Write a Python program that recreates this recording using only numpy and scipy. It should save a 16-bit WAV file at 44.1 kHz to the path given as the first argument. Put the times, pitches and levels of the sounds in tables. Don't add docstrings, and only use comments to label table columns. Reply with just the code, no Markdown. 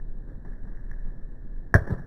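import sys
import numpy as np
from scipy.fft import rfft, irfft, next_fast_len
from scipy.io import wavfile
from scipy.ndimage import map_coordinates

SR = 44100
rng = np.random.default_rng(int(sys.argv[2]) if len(sys.argv) > 2 else 0)


def unload_audio(sound):
    columns = np.transpose(np.atleast_2d(sound))
    steps = np.round(np.clip(columns, -1, 1) * 32767)
    wavfile.write(sys.argv[1], SR, steps.astype(np.int16))


N = 90846

RING_HZ = 1714.5


def amp(db):
    return 10 ** (np.asarray(db) / 20)


def along(points, hz):
    f, v = np.transpose(points)
    return np.interp(np.log(hz + 1), np.log(f + 1), v)


def filtered(x, response):
    m = 2 * next_fast_len(N)
    return irfft(rfft(x, m) * response(np.fft.rfftfreq(m, 1 / SR)), m)[:N]


def causal(gain):
    cepstrum = irfft(np.log(gain))
    half = len(cepstrum) // 2
    cepstrum[1:half] *= 2
    cepstrum[half + 1:] = 0
    return np.exp(rfft(cepstrum))


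def noise(colour):
    return filtered(rng.standard_normal(N), lambda hz: amp(along(colour, hz)))


def wobble(rate):
    return map_coordinates(rng.standard_normal(2048), [np.arange(N) * rate / SR], mode='wrap')


def grainy(colour):
    grain_rate, grain_db = 160, 3
    clumps = amp(grain_db * wobble(grain_rate))
    return noise(colour) * clumps / np.sqrt(np.mean(clumps ** 2))


def since(s):
    return np.maximum(np.arange(N) / SR - s, 0)


def burst(s, db, attack, t60):
    t = since(s)
    return amp(db) * (1 - np.exp(-t / attack)) * np.exp(-np.log(1000) * t / t60)


def clicks(rows):
    out = np.zeros(N)
    for s, db in rows:
        out[int(s * SR)] += amp(db)
    return out


def bat():
    blow_s, blow_db = 1.7416, 16
    # (delay [s], level [dB], polarity against the crack)
    echo_rows = [(.0069, 7, -1), (.0156, 2.5, 1), (0.0225, 0, -1)]
    # (frequency [Hz], level [dB], t60 [s])
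    tone_rows = [(349, -22, .12), (430, -33.5, 0.263), (588.7, -23.5, 0.115), (662, -19.5, 0.11),
                 (975, -35, 0.08), (1068, -27.5, 0.1), (1584, -25, 0.092), (1640, -39, 0.103)]
    tone_attack_s = 0.0059
    # (delay [s], level [dB], attack [s], t60 [s])
    scatter_rows = [(.007, -10, 0.0053, 0.095), (0.019, -33.5, 0.036, 1)]
    # (frequency [Hz], gain [dB])
    scatter_colour = [(40, -21), (150, 15.5), (300, 7), (600, 8.5), (900, -2), (1400, -1.5), (1750, -4.5),
                      (2500, -32)]
    # (frequency [Hz], gain [dB])
    snap_colour = [(1900, -40), (2300, -3.5), (2800, 1), (6000, 2), (11000, 0), (15000, 1)]
    snap_db, snap_attack_s, snap_t60_s = 10, 0.0011, 0.015

    crack = clicks([(blow_s, blow_db)])
    for delay, db, sign in echo_rows:
        crack += np.sign(sign) * clicks([(blow_s + delay, db)])
    tones = np.zeros(N)
    for hz, db, t60 in tone_rows:
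        tones += burst(blow_s, db, tone_attack_s, t60) * np.sin(2 * np.pi * hz * since(blow_s))
    spread = sum(burst(blow_s + delay, db, attack, t60) for delay, db, attack, t60 in scatter_rows)
    reflections = spread * grainy(scatter_colour)
    snap = burst(blow_s, snap_db, snap_attack_s, snap_t60_s) * noise(snap_colour)
    return tones - crack + snap + reflections


def thuds():
    # (time [s], level [dB], starting pitch [Hz], fall to 1/e [s])
    thud_rows = [(1.75, -4, 102.8, 0.015), (1.751, -17.5, 160.3, 0.025), (1.788, -13.5, 64, 0.0083),
                 (1.9128, -18, 195, 0.0039), (1.921, -14, 108, 0.0105), (1.929, -22.5, 35, 0.035),
                 (1.815, -23, 97, 0.016)]
    attack_s, sag = 0.00079, 6.6
    out = np.zeros(N)
    for s, db, hz, life in thud_rows:
        t = since(s)
        phase = 2 * np.pi * hz * (1 - np.exp(-sag * t)) / sag
        envelope = amp(db) * (1 - np.exp(-t / attack_s)) * np.exp(-(t / life) ** 2)
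        out += envelope * np.sin(phase)
    return out


def scuffs():
    # (time [s], level [dB], attack [s], t60 [s])
    scuff_rows = [(.265, -39.5, 0.021, 0.36), (0.449, -43, .001, 0.49), (0.622, -38, 0.12, 0.65),
                  (1.041, -44.5, 0.019, .5), (1.871, -30.5, 0.002, .24), (1.902, -25, 0.0079, 0.21),
                  (1.978, -39, 0.0019, 0.17)]
    # (frequency [Hz], gain [dB])
    scuff_colour = [(40, -15.5), (130, 24.5), (300, 12.5), (700, 0.5), (1200, -5), (1800, -14), (2500, -9)]
    # (time [s], level [dB])
    rustle_levels = [(0, -73), (.24, -79), (.3, -65.5), (.4, -68), (.52, -52), (.58, -58.5), (.74, -54),
                     (.85, -57.5), (.94, -54), (1.02, -54), (1.3, -63), (1.7, -59.5)]
    # (frequency [Hz], gain [dB])
    rustle_colour = [(100, -14.5), (900, -4), (1300, -8), (2000, -4.5)]
    rubs = sum(burst(s, db, attack, t60) for s, db, attack, t60 in scuff_rows)
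    rustle = amp(np.interp(np.arange(N) / SR, *np.transpose(rustle_levels)))
    return rubs * grainy(scuff_colour) + rustle * grainy(rustle_colour)


def ticks():
    # (time [s], level [dB])
    tick_rows = [(.2964, -31.5), (.4495, -28), (.5328, -25.5), (.7723, -26), (.895, -33), (.914, -16),
                 (.9319, -24), (.9385, -23.5), (1.7928, -10.5), (1.8741, -15.5)]
    # (frequency [Hz], gain [dB])
    tick_colour = [(200, -15), (900, -4), (1500, -5), (2000, 2)]
    return filtered(clicks(tick_rows), lambda hz: causal(amp(along(tick_colour, hz))))


def background():
    hum_hz, hum_db, hum_drift = 25.55, -38, 2.15
    # (frequency [Hz], level [dB per Hz])
    air_colour = [(8, -47.5), (17, -46), (27, -46), (40, -62.5), (58, -67), (115, -67), (250, -76.5),
                  (500, -87.5), (800, -98), (1300, -105), (1750, -110), (2500, -116)]
    air_waver_db = 0.39
    hum_phase = 2 * np.pi * hum_hz * since(0) + hum_drift * wobble(rate=7.08)
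    hum = amp(hum_db) * np.sin(hum_phase)
    rumble = np.sqrt(SR / 2) * noise(air_colour)
    return hum + rumble * amp(air_waver_db * wobble(rate=8))


def port(hz):
    # (frequency [Hz], gain [dB])
    port_slope = [(100, -1), (1000, 1), (1400, -1.5), (1850, -3), (2000, -5.5), (2200, -18.5), (2500, -49),
                  (3300, -45.5), (15000, -43)]
    ring_width_hz, ring_db, steepness = 237, 17, 1.73
    skirts = (1 + (2 * (hz - RING_HZ) / ring_width_hz) ** 2) ** steepness
    peak_power = amp(ring_db) ** 2 / skirts
    return amp(along(port_slope, hz)) * np.sqrt(1 + peak_power)


def mirrors(x):
    mirror_hz = 3905
    mirror_levels = [-28, -34, -38, -42]
    slope = np.gradient(x) * SR / (2 * np.pi * RING_HZ)
    phase = 2 * np.pi * mirror_hz * np.arange(N) / SR
    carriers = sum(2 * amp(db) * np.cos((k + 1) * phase) for k, db in enumerate(mirror_levels))
    return slope * carriers


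def hiss():
    # (frequency [Hz], level [dB per Hz])
    hiss_colour = [(2000, -134), (3000, -133), (3900, -126), (4700, -133), (7000, -135), (7800, -131),
                   (8600, -135), (15000, -135)]
    return np.sqrt(SR / 2) * noise(hiss_colour)


def band_limit(hz):
    top_hz = 15900
    return 1e-5 + 1 / (1 + (hz / top_hz) ** 120)


def scene():
    return (bat() + thuds() + scuffs() + ticks() + background())[None]


def record(dry):
    narrow = filtered(dry[0], lambda hz: causal(port(hz)))
    heard = narrow + mirrors(narrow) + hiss()
    return filtered(heard, lambda hz: causal(band_limit(hz)))[None]


dry = scene()
out = record(dry)
unload_audio(out)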